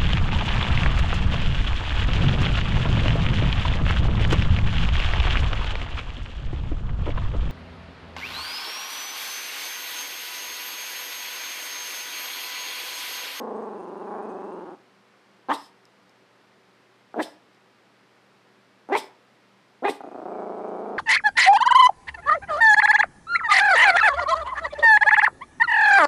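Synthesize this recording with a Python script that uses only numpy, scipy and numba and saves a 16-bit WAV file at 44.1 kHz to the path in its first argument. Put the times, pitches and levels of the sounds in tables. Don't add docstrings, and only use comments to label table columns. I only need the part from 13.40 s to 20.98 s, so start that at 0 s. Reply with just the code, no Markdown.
import sys
import numpy as np
from scipy import signal
from scipy.fft import rfft, irfft
from scipy.io import wavfile
from scipy.ndimage import uniform_filter1d
from numba import njit

SR = 44100
rng = np.random.default_rng(int(sys.argv[2]) if len(sys.argv) > 2 else 0)


def generate_wav(signal):
    frames = np.transpose(np.atleast_2d(signal))
    scaled = np.clip(frames, -1, 1) * 32767
    pcm = np.round(scaled).astype(np.int16)
    wavfile.write(sys.argv[1], SR, pcm)


N = 334278

# frequency in Hz, relative density in dB.
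AIR_SPECTRUM = [(25, -34), (80, -16), (115, -12), (200, -4.5), (400, -5), (750, -7.5), (1200, -8),
                (2000, -11), (3500, -17.5), (5000, -20.5), (6500, -28), (9000, -32), (13000, -39.5),
                (15500, -51)]
# frequency in Hz, width of each of two resonances in Hz, rms level in dB.
APPLIANCE_TONES = [(195.2, 10, -72.5), (381, 4.3, -72.5), (483, 9, -76.5)]
# time in seconds, throbs per second.
PALATE_FLAPS = [
    [(.0005, 30.6), (.1687, 25.9), (.3369, 23.41), (.5051, 23.02), (.6734, 27.39), (.8416, 24.44),
     (1.0098, 24.56), (1.178, 21.23), (1.3462, 19.18)],
    [(6.8782, 28.22), (7.0515, 27.32), (7.2248, 27.82), (7.3982, 27.67), (7.61, 26)],
]
# start in seconds,
# length in seconds, relative throat level in dB, relative muzzle level of the last pulse in dB.
VOICE_CATCHES = [(3.743, 0.0085, -32, -3), (5.4893, 0.0093, -30.5, -1), (6.607, 0.0073, -32.5, 2),
                 (6.638, 0.014, -34, -0.5), (6.666, .022, -34.5, 1), (6.715, 0.017, -37.5, -2),
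                 (6.746, 0.015, -32, -1), (6.778, .0225, -33, 4), (6.818, 0.019, -32, -1.5),
                 (6.856, 0.011, -29, -1.5)]
# time in seconds, pitch in Hz, throat and muzzle in relative dB,
# nose resonance in Hz, nose level in dB, nostril whistle in Hz, whistle level in dB, throat resonance in Hz,
# mouth resonance in Hz, cheek resonance in Hz, cheek level in dB against the mouth.
GROWL_VOICES = [
    [(0, 212.5, -30.5, -40, 2070, -74, 8340, -82.5, 430, 815, 1110, 3),
     (.12, 213.6, -28, -38.5, 2200, -83, 8330, -84, 450, 773, 1110, 3.5),
     (.24, 207, -31.5, -40, 2380, -74, 8450, -82, 437, 800, 1100, 3.5),
     (.35, 184, -32.5, -42.5, 2580, -73, 8730, -81, 393, 800, 1060, 1.5),
     (.45, 174.2, -34, -44.5, 2750, -70, 8970, -85.5, 372, 790, 990, 4.5),
     (.55, 181.6, -33, -42.5, 2860, -78, 8950, -83, 382, 790, 980, 2.5),
     (.64, 182.6, -33.5, -41.5, 2620, -70, 8900, -84, 384, 830, 1020, 1.5),
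     (.72, 198, -32.5, -36.5, 2240, -66, 9060, -82.5, 380, 790, 1120, 2),
     (.83, 196.3, -31.5, -39, 2490, -68, 8800, -83, 380, 784, 1090, 2),
     (.95, 187.3, -32.5, -42, 2520, -71, 8400, -83.5, 385, 770, 1070, 2),
     (1.07, 184, -32.5, -41, 2650, -69, 8600, -83, 380, 830, 1090, 2.5),
     (1.17, 179.7, -33.5, -43.5, 2770, -69, 8750, -85.5, 387, 854, 980, 2.5),
     (1.332, 156.4, -37, -45, 2980, -87, 8640, -89, 330, 794, 1010, -1)],
    [(6.6, 167, -20.5, -30, 2500, -67, 9200, -77.5, 333, 800, 1050, -10),
     (6.85, 171, -32.5, -33.5, 2490, -78, 8000, -91, 358.4, 656, 1040, -7),
     (6.97, 196.3, -29.5, -30.5, 2290, -63, 7900, -87, 403, 707, 1035, -7.5),
     (7.12, 184.7, -31, -34, 2270, -74, 8150, -86.5, 397, 692, 1000, -5),
     (7.33, 186.5, -29, -32.5, 2290, -67, 8600, -85.5, 434, 694, 1020, -6),
     (7.61, 200, -31.5, -32, 2330, -74, 9260, -88, 413, 720, 1010, -6)],
]
# frequency in Hz, width in Hz, relative level in dB.
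THROAT_MODES = [(210, 90, -6), (560, 150, -8)]
# frequency in Hz, width in Hz, relative dB.
CLOSED_MUZZLE_MODES = [
    [(1173, 380, -3.5), (1570, 560, -9)],
    [(1210, 300, -9.5), (1550, 360, -28)],
]
# jaws open in seconds, held open in seconds, puff in seconds, mouth in Hz at zero pitch,
# upper resonance in Hz at start, at opening and after the puff, upper level in dB, cheek in Hz at start and
# after opening, cheek in dB against the mouth, bite in dB against the upper resonance, puff in dB, breath
# tail in dB, tail and teeth loss in dB per second, teeth hiss in dB.
BARK_EVENTS = [(2.108, 0.053, 2.141, 660, 4280, 2930, 3900, -44.5, 1480, 1970, -14.5, -16, -38, -52, 59, -53),
               (3.799, 0.0069, 3.83, 473, 1500, 1710, 2200, -29, 1500, 2100, -35, -32, -36, -47, 204, -47.5),
               (5.53, 0.037, 5.579, 443, 1480, 1800, 2650, -27, 1800, 3180, -26.5, -36, -33, -39, 260, -42),
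               (6.451, 0.048, 6.498, 413, 1320, 1660, 2180, -34, 900, 2470, -10, -13, -37, -47.5, 139, -74)]
# time in seconds, pitch in Hz, throat in dB, mouth in dB,
# roughness 0-1.
BARK_VOICES = [
    [(2.086, 265.2, -37, -36.5, 0.2), (2.098, 263.7, -27, -22, 0.29), (2.108, 278.8, -31.5, -20.5, 0.35),
     (2.121, 302.4, -28.5, -18, 0.4), (2.134, 267, -33.5, -32.5, 0.2), (2.15, 248, -40.5, -38.5, 0.3),
     (2.19, 253, -79, -47.5, .5), (2.26, 255, -80, -69, .5)],
    [(3.76, 201, -33, -35.5, 0.27), (3.772, 238.1, -33.5, -35, 0.15), (3.785, 231, -25.5, -31, 0.24),
     (3.8, 342.3, -25, -26, 0.08), (3.815, 275, -27, -30, 0.4), (3.83, 222, -39, -65, 0.17),
     (3.86, 218, -65, -46, .3), (3.95, 206, -60, -66, .3)],
    [(5.501, 234.4, -35.5, -36, 0.08), (5.517, 292.9, -28, -32, 0.08), (5.525, 388.6, -19.5, -22, 0.08),
     (5.536, 407, -23.5, -27.5, 0.12), (5.547, 401.3, -20, -24, 0.38), (5.553, 434.3, -36, -17.5, 0.65),
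     (5.56, 459, -22, -21, 0.6), (5.575, 374, -37, -34, 0.27), (5.585, 315, -33.5, -60, 0.5),
     (5.6, 305, -50, -69, .4), (5.68, 303, -58, -62, .4)],
    [(6.423, 226, -33, -38.5, 0.12), (6.44, 284, -31.5, -31.5, 0.23), (6.45, 373, -22, -22, 0.63),
     (6.458, 404, -23, -20.5, 0.13), (6.472, 408.3, -28, -29, 0.1), (6.48, 395, -32, -21.5, 0.48),
     (6.492, 328, -19.5, -28.5, 0.74), (6.503, 268, -31.5, -49, 0), (6.52, 203, -35, -66, 0.6),
     (6.56, 176, -79, -67, .5)],
]
# frequency in Hz, width in Hz, relative level in dB.
BREATH_MODES = [(3430, 1140, 7.5), (5720, 1400, 0.5), (8130, 1970, 0), (13000, 1300, -19)]
# time in seconds, relative strength in dB.
TAG_TICKS = [(2.377, -60), (2.454, -39), (2.6947, -40.5), (3.6794, -67), (4.147, -49)]
# frequency in Hz, relative level in dB, 60 dB decay time in seconds.
TAG_MODES = [(5250, -2.5, 0.009), (6300, -10, .006), (7700, -10, 0.0046), (11000, -20, 0.0037)]

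AIR_RMS_DB, MAINS_HZ, MAINS_RMS_DB = -59.5, 120, -74.5
ROOM_T60_S, TREBLE_T60_S, WALL_CUT_HZ = 0.39, 0.095, 5300
BARK_ROOM_DB, GROWL_ROOM_DB = -20.5, -17

SHUT_S = (0.0068, 0.00777)
CATCH_HZ, CATCH_MUZZLE_DB = 150, -1.5
PITCH_SCATTER = .012
FLAP_SCATTER_S, FLAP_SCATTER_DB = .001, .7
SPEEDUP = (0.2, 0.28)
LAST_GAP_STRETCH = 1.382
OPENING, OPEN_SHARE = .65, .25
CHOKE = .42
FIRST_PULSE_DB, LONE_DB = -1, (1, -0.5)
DARKEN = (.2, .7)
ESCAPE = (1.5, .6)
MOUTH_WANDER_HZ = 29.8

MOUTH_PER_PITCH, GAPE_HZ_PER_S = 0.93, 3300
JAW_DB_PER_S, SHUT_LOSS_DB = 1498, 27
FRAY_S = 0.027
PUFF_RISE_DB_PER_S, PUFF_FALL_S = 843, 0.031
LIMP = 0.81
TEETH_HZ, TEETH_WIDTH_HZ = 5150, 530

GROWL_CUT_HZ, BARK_CUT_HZ = 287, 213
SHAKE_DB, SHAKE_HZ, BARK_SHAKE_DB = -25, 44.4, -15
OVERLOAD, CUTOFF_HZ = 0.32, 15900


def amp(db):
    return 10 ** (np.asarray(db) / 20)


def rms_one(x):
    return x / np.sqrt(np.mean(x ** 2) + 1e-20)


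def even(x):
    return x / np.sqrt(uniform_filter1d(x ** 2, size=600) + 1e-12)


@njit
def glide(x, hz, width, rate):
    r, y = np.exp(-np.pi * width / rate), np.zeros(len(x))
    for i in range(2, len(x)):
        drive = (1 - r * r) / 2 * (x[i] - x[i - 2])
        y[i] = drive + 2 * r * np.cos(2 * np.pi * hz[i] / rate) * y[i - 1] - r * r * y[i - 2]
    y[:2] = 0
    return y


def resonance(x, hz, width_hz):
    return glide(x, np.clip(hz, 20, .45 * SR) + np.zeros(len(x)), max(width_hz, 1.), float(SR))


def twice(x, hz, width_hz, second_width_hz):
    return resonance(resonance(x, hz, width_hz), hz, second_width_hz)


def bank(x, modes):
    return sum((-1) ** k * amp(db) * resonance(x, hz, width) for k, (hz, width, db) in enumerate(modes))


def lowpass(x, hz):
    return signal.sosfilt(signal.butter(2, hz, fs=SR, output="sos"), x)


def highpass(x, hz):
    return signal.sosfilt(signal.butter(2, hz, "high", fs=SR, output="sos"), x)


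def room_tone():
    hz = np.maximum(np.fft.rfftfreq(N, 1 / SR), 1)
    air_hz, air_db = np.transpose(AIR_SPECTRUM)
    colour_db = np.interp(np.log(hz), np.log(air_hz), air_db)
    out = amp(AIR_RMS_DB) * rms_one(irfft(rfft(rng.standard_normal(N)) * amp(colour_db), N))
    for tone_hz, width_hz, db in APPLIANCE_TONES:
        out += amp(db) * rms_one(twice(rng.standard_normal(N), tone_hz, width_hz, width_hz))
    mains = np.sqrt(2) * np.sin(2 * np.pi * MAINS_HZ * np.arange(N) / SR)
    return out + amp(MAINS_RMS_DB) * mains


def throbs():
    rows = []
    for s, length_s, db, last_db in VOICE_CATCHES:
        gaps = round(CATCH_HZ * length_s)
        rows.append((s, gaps / length_s, gaps, db, db + CATCH_MUZZLE_DB, last_db))
    chance = rng.standard_normal((2, 50, 3))
    for palate, voice, shut_s, lone_db, strays in zip(PALATE_FLAPS, GROWL_VOICES, SHUT_S, LONE_DB, chance):
        s, rate = np.transpose(palate)
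        end_s = s[-1]
        t = np.arange(s[0], end_s + .05, 1 / 2000)
        flaps = np.cumsum(np.interp(t, s, rate)) / 2000
        starts = np.interp(np.arange(np.interp(end_s, t, flaps) + .5).astype(int), flaps, t)
        voice_s, hz, throat_db, muzzle_db = np.transpose(voice)[:4]
        for first, cycle_s, (stray, late, strong) in zip(starts, np.diff(starts), strays):
            open_s = min(cycle_s - shut_s, end_s - first)
            pitch = np.interp(first, voice_s, hz) * (1 + PITCH_SCATTER * stray)
            gaps = round(open_s * pitch)
            pitch = (pitch + gaps / open_s) / 2
            rows.append((first + FLAP_SCATTER_S * late, pitch, gaps,
                         np.interp(first, voice_s, throat_db) + FLAP_SCATTER_DB * strong,
                         np.interp(first, voice_s, muzzle_db) + FLAP_SCATTER_DB * strong, lone_db))
    return rows


def growl_pulses():
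    low, high = np.zeros(N), np.zeros(N)
    rows = throbs()
    chance = rng.standard_normal((80, 3, 12)) * [[.035], [1.2], [2.]]
    for row, (wobble, throat_stray, muzzle_stray) in zip(rows, chance):
        first, hz, gaps, throat_db, muzzle_db, lone_db = row
        after = int(first > N / SR / 2)
        periods = 1 + SPEEDUP[after] * np.linspace(1, 0, gaps) ** 2.6 + wobble[:gaps]
        periods[-1] *= LAST_GAP_STRETCH
        share = np.append(0, np.cumsum(periods)) / periods.sum()
        at = np.maximum(((first - .0012 + share * gaps / hz) * SR).astype(int), 2)
        at = np.minimum(at, N - 1)
        swell = np.append(np.interp(share[:-1], [0, OPEN_SHARE], [OPENING, 1]), CHOKE)
        fade = np.append(1.15 - DARKEN[after] * share[:-1], amp(lone_db))
        low[at] = amp(throat_db + throat_stray[:gaps + 1]) * swell
        high[at] = amp(muzzle_db + muzzle_stray[:gaps + 1]) * fade
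        high[at[0]] *= amp(FIRST_PULSE_DB)
    return low, high


def growl():
    low, high = growl_pulses()
    s, *columns = np.transpose(np.concatenate(GROWL_VOICES))
    tracks = [np.interp(np.arange(N) / SR, s, c) for c in columns[3:]]
    nose_hz, nose_db, whistle_hz, whistle_db, throat_hz, mouth_hz, cheek_hz, cheek_db = tracks
    later = np.arange(N) > N // 2
    mouth_hz = mouth_hz + MOUTH_WANDER_HZ * rms_one(lowpass(rng.standard_normal(N), 11.0))
    gusts_db = 3.5 * rms_one(lowpass(rng.standard_normal(N), 25.))
    airflow = rms_one(lowpass(low != 0, 120.)) * amp(gusts_db)
    escape = np.where(later, ESCAPE[1], ESCAPE[0])
    high = high + escape * lowpass(high, 220) * rng.standard_normal(N)

    throat = twice(low, throat_hz, 340, 333) - bank(low, THROAT_MODES)
    muzzle = resonance(high, mouth_hz, 103.6) - amp(cheek_db) * resonance(high, cheek_hz, 135)
    muzzle += bank(high * ~later, CLOSED_MUZZLE_MODES[0])
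    muzzle += bank(high * later + 1e-18, CLOSED_MUZZLE_MODES[1])
    muzzle = resonance(muzzle, 615, 934)
    voice = amp(43.5) * lowpass(throat, 342) - amp(42.0) * lowpass(lowpass(muzzle, 1800), 1850)

    air = airflow * rng.standard_normal(N)
    hiss = rms_one(twice(air, whistle_hz, 500, 700))
    sounding = lowpass(lowpass(low != 0, 12.) > .001, 30.)
    nose = rms_one(twice(rng.standard_normal(N), nose_hz, 100, 250)) * sounding
    hiss += amp(-2.0) * rms_one(resonance(resonance(air, 6200, 350), 6960, 500))
    return voice + amp(whistle_db) * hiss + amp(nose_db) * nose


def bark_source(t, start_s, hz, rough, white):
    jitter = 0.13 * rough * rms_one(lowpass(white[0], 150))
    cycles = np.cumsum(hz * (1 + jitter)) / SR
    cycles -= np.interp(start_s, t, cycles)
    born = np.diff(np.floor(cycles), prepend=0) > 0
    late = np.clip(cycles % 1 / np.gradient(cycles), 0, 1) * born
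    pulses = born - late + np.roll(late, -1)
    pulses *= 1 - np.clip(LIMP * rough, 0, 1) * (np.floor(cycles + .5) % 2)
    gated = white[1] * np.exp(-1.5 * (cycles % 1)) * np.sqrt(hz / SR)
    return np.sqrt(1 - rough ** 2) * pulses + 3.54 * rough * gated


def bark(event, voice, fade_s=.08):
    (jaw_s, held_s, puff_s, mouth_hz, shut_hz, open_hz, wide_hz, open_db, low_hz, high_hz,
     cheek_db, bite_db, puff_db, tail_db, loss_db, teeth_db) = event
    s, *columns = np.transpose(voice)
    t = np.arange(s[0] - .03, s[-1] + fade_s, 1 / SR)
    hz, throat_db, mouth_db, rough = [np.interp(t, s, c) for c in columns]
    gape_hz = GAPE_HZ_PER_S * np.clip(t - jaw_s, 0, held_s) * (t < puff_s)
    mouth_hz = mouth_hz + MOUTH_PER_PITCH * hz + gape_hz
    upper_hz = np.interp(t, [s[0], jaw_s, puff_s + 0.014], [shut_hz, open_hz, wide_hz])
    off_s = np.maximum(np.maximum(jaw_s - t, t - jaw_s - held_s), 0)
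    upper_db = np.maximum(mouth_db - SHUT_LOSS_DB, open_db - JAW_DB_PER_S * off_s)
    cheek_hz = np.interp(t, [s[0], jaw_s + 0.016], [low_hz, high_hz])
    after = t - puff_s
    fall_db = (puff_db - tail_db) * np.clip(1 - after / PUFF_FALL_S, 0, 1)
    breath_db = np.where(after < 0, puff_db + PUFF_RISE_DB_PER_S * after, tail_db + fall_db - loss_db * after)

    rough = np.clip(rough + np.clip(.5 + after / FRAY_S, 0, 1), 0, 1)
    white = rng.standard_normal((3, SR // 2))[:, :len(t)]
    source = bark_source(t, s[0], hz, rough, white)
    out = amp(throat_db) * even(twice(source, np.maximum(hz, 300), 164, 440))
    out -= amp(mouth_db) * even(twice(source, mouth_hz, 350, 510))
    out += amp(upper_db) * even(twice(source, upper_hz, 200, 1700))
    bite = resonance(resonance(source, 3600, 700), 4000, 1400)
    out -= amp(upper_db + bite_db) * even(bite)
    out += amp(mouth_db + cheek_db) * even(twice(source, cheek_hz, 220, 360))
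    out += amp(mouth_db - 29.5) * even(resonance(source, 2340, 950))
    out += amp(breath_db) * even(bank(white[2], BREATH_MODES))
    teeth = rms_one(twice(white[0], TEETH_HZ, TEETH_WIDTH_HZ, TEETH_WIDTH_HZ))
    out += amp(teeth_db - loss_db * after) * np.clip(after / PUFF_FALL_S, 0, 1) * teeth
    fade_in = np.clip((t - s[0]) / 0.0011 + 1, 0, 1)
    fade_out = np.clip((t[-1] - t) / fade_s, 0, 1) ** 2
    return round(t[0] * SR), out * fade_in * fade_out


def barks():
    out = np.zeros(N)
    for event, voice in zip(BARK_EVENTS, BARK_VOICES):
        at, sound = bark(event, voice)
        out[at:at + len(sound)] += sound
    return out


def tag():
    tick_s, tick_db = np.transpose(TAG_TICKS)
    out, at = np.zeros(N), [round(s * SR) for s in tick_s]
    for hz, level_db, t60_s in TAG_MODES:
        clicks = np.full(N, 1e-18)
        clicks[at] = amp(tick_db + level_db - 8.0 + rng.normal(0, 2.0, len(at)))
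        r, w = amp(-60 / (t60_s * SR)), 2 * np.pi * hz / SR
        out += signal.lfilter([0, np.sin(w)], [1, -2 * r * np.cos(w), r * r], clicks)
    return out


def room(x):
    t = np.arange(SR // 2) / SR
    white = rng.standard_normal(len(t))
    dull = lowpass(white, WALL_CUT_HZ)
    echoes = dull * amp(-60 * t / ROOM_T60_S) + (white - dull) * amp(-60 * t / TREBLE_T60_S)
    echoes *= t > .008
    return signal.fftconvolve(x, echoes / np.sqrt(np.sum(echoes ** 2)))[:N]


def microphone_shake(closed, opened):
    loudness = lowpass(abs(closed) + amp(BARK_SHAKE_DB) * abs(opened), SHAKE_HZ)
    rumble = rms_one(lowpass(lowpass(rng.standard_normal(N), SHAKE_HZ), SHAKE_HZ))
    return amp(SHAKE_DB) * loudness * rumble


def scene():
    closed = highpass(growl(), GROWL_CUT_HZ)
    opened = highpass(barks(), BARK_CUT_HZ) + tag()
    echoes = room(amp(GROWL_ROOM_DB) * closed + amp(BARK_ROOM_DB) * opened)
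    return (microphone_shake(closed, opened) + closed + opened + echoes + room_tone())[None]


def record(dry):
    rounded = OVERLOAD * np.tanh(dry / OVERLOAD)
    thin = highpass(rounded, 90)
    return signal.sosfilt(signal.cheby2(16, 60, CUTOFF_HZ, fs=SR, output="sos"), thin)


dry = scene()
out = record(dry)
generate_wav(out)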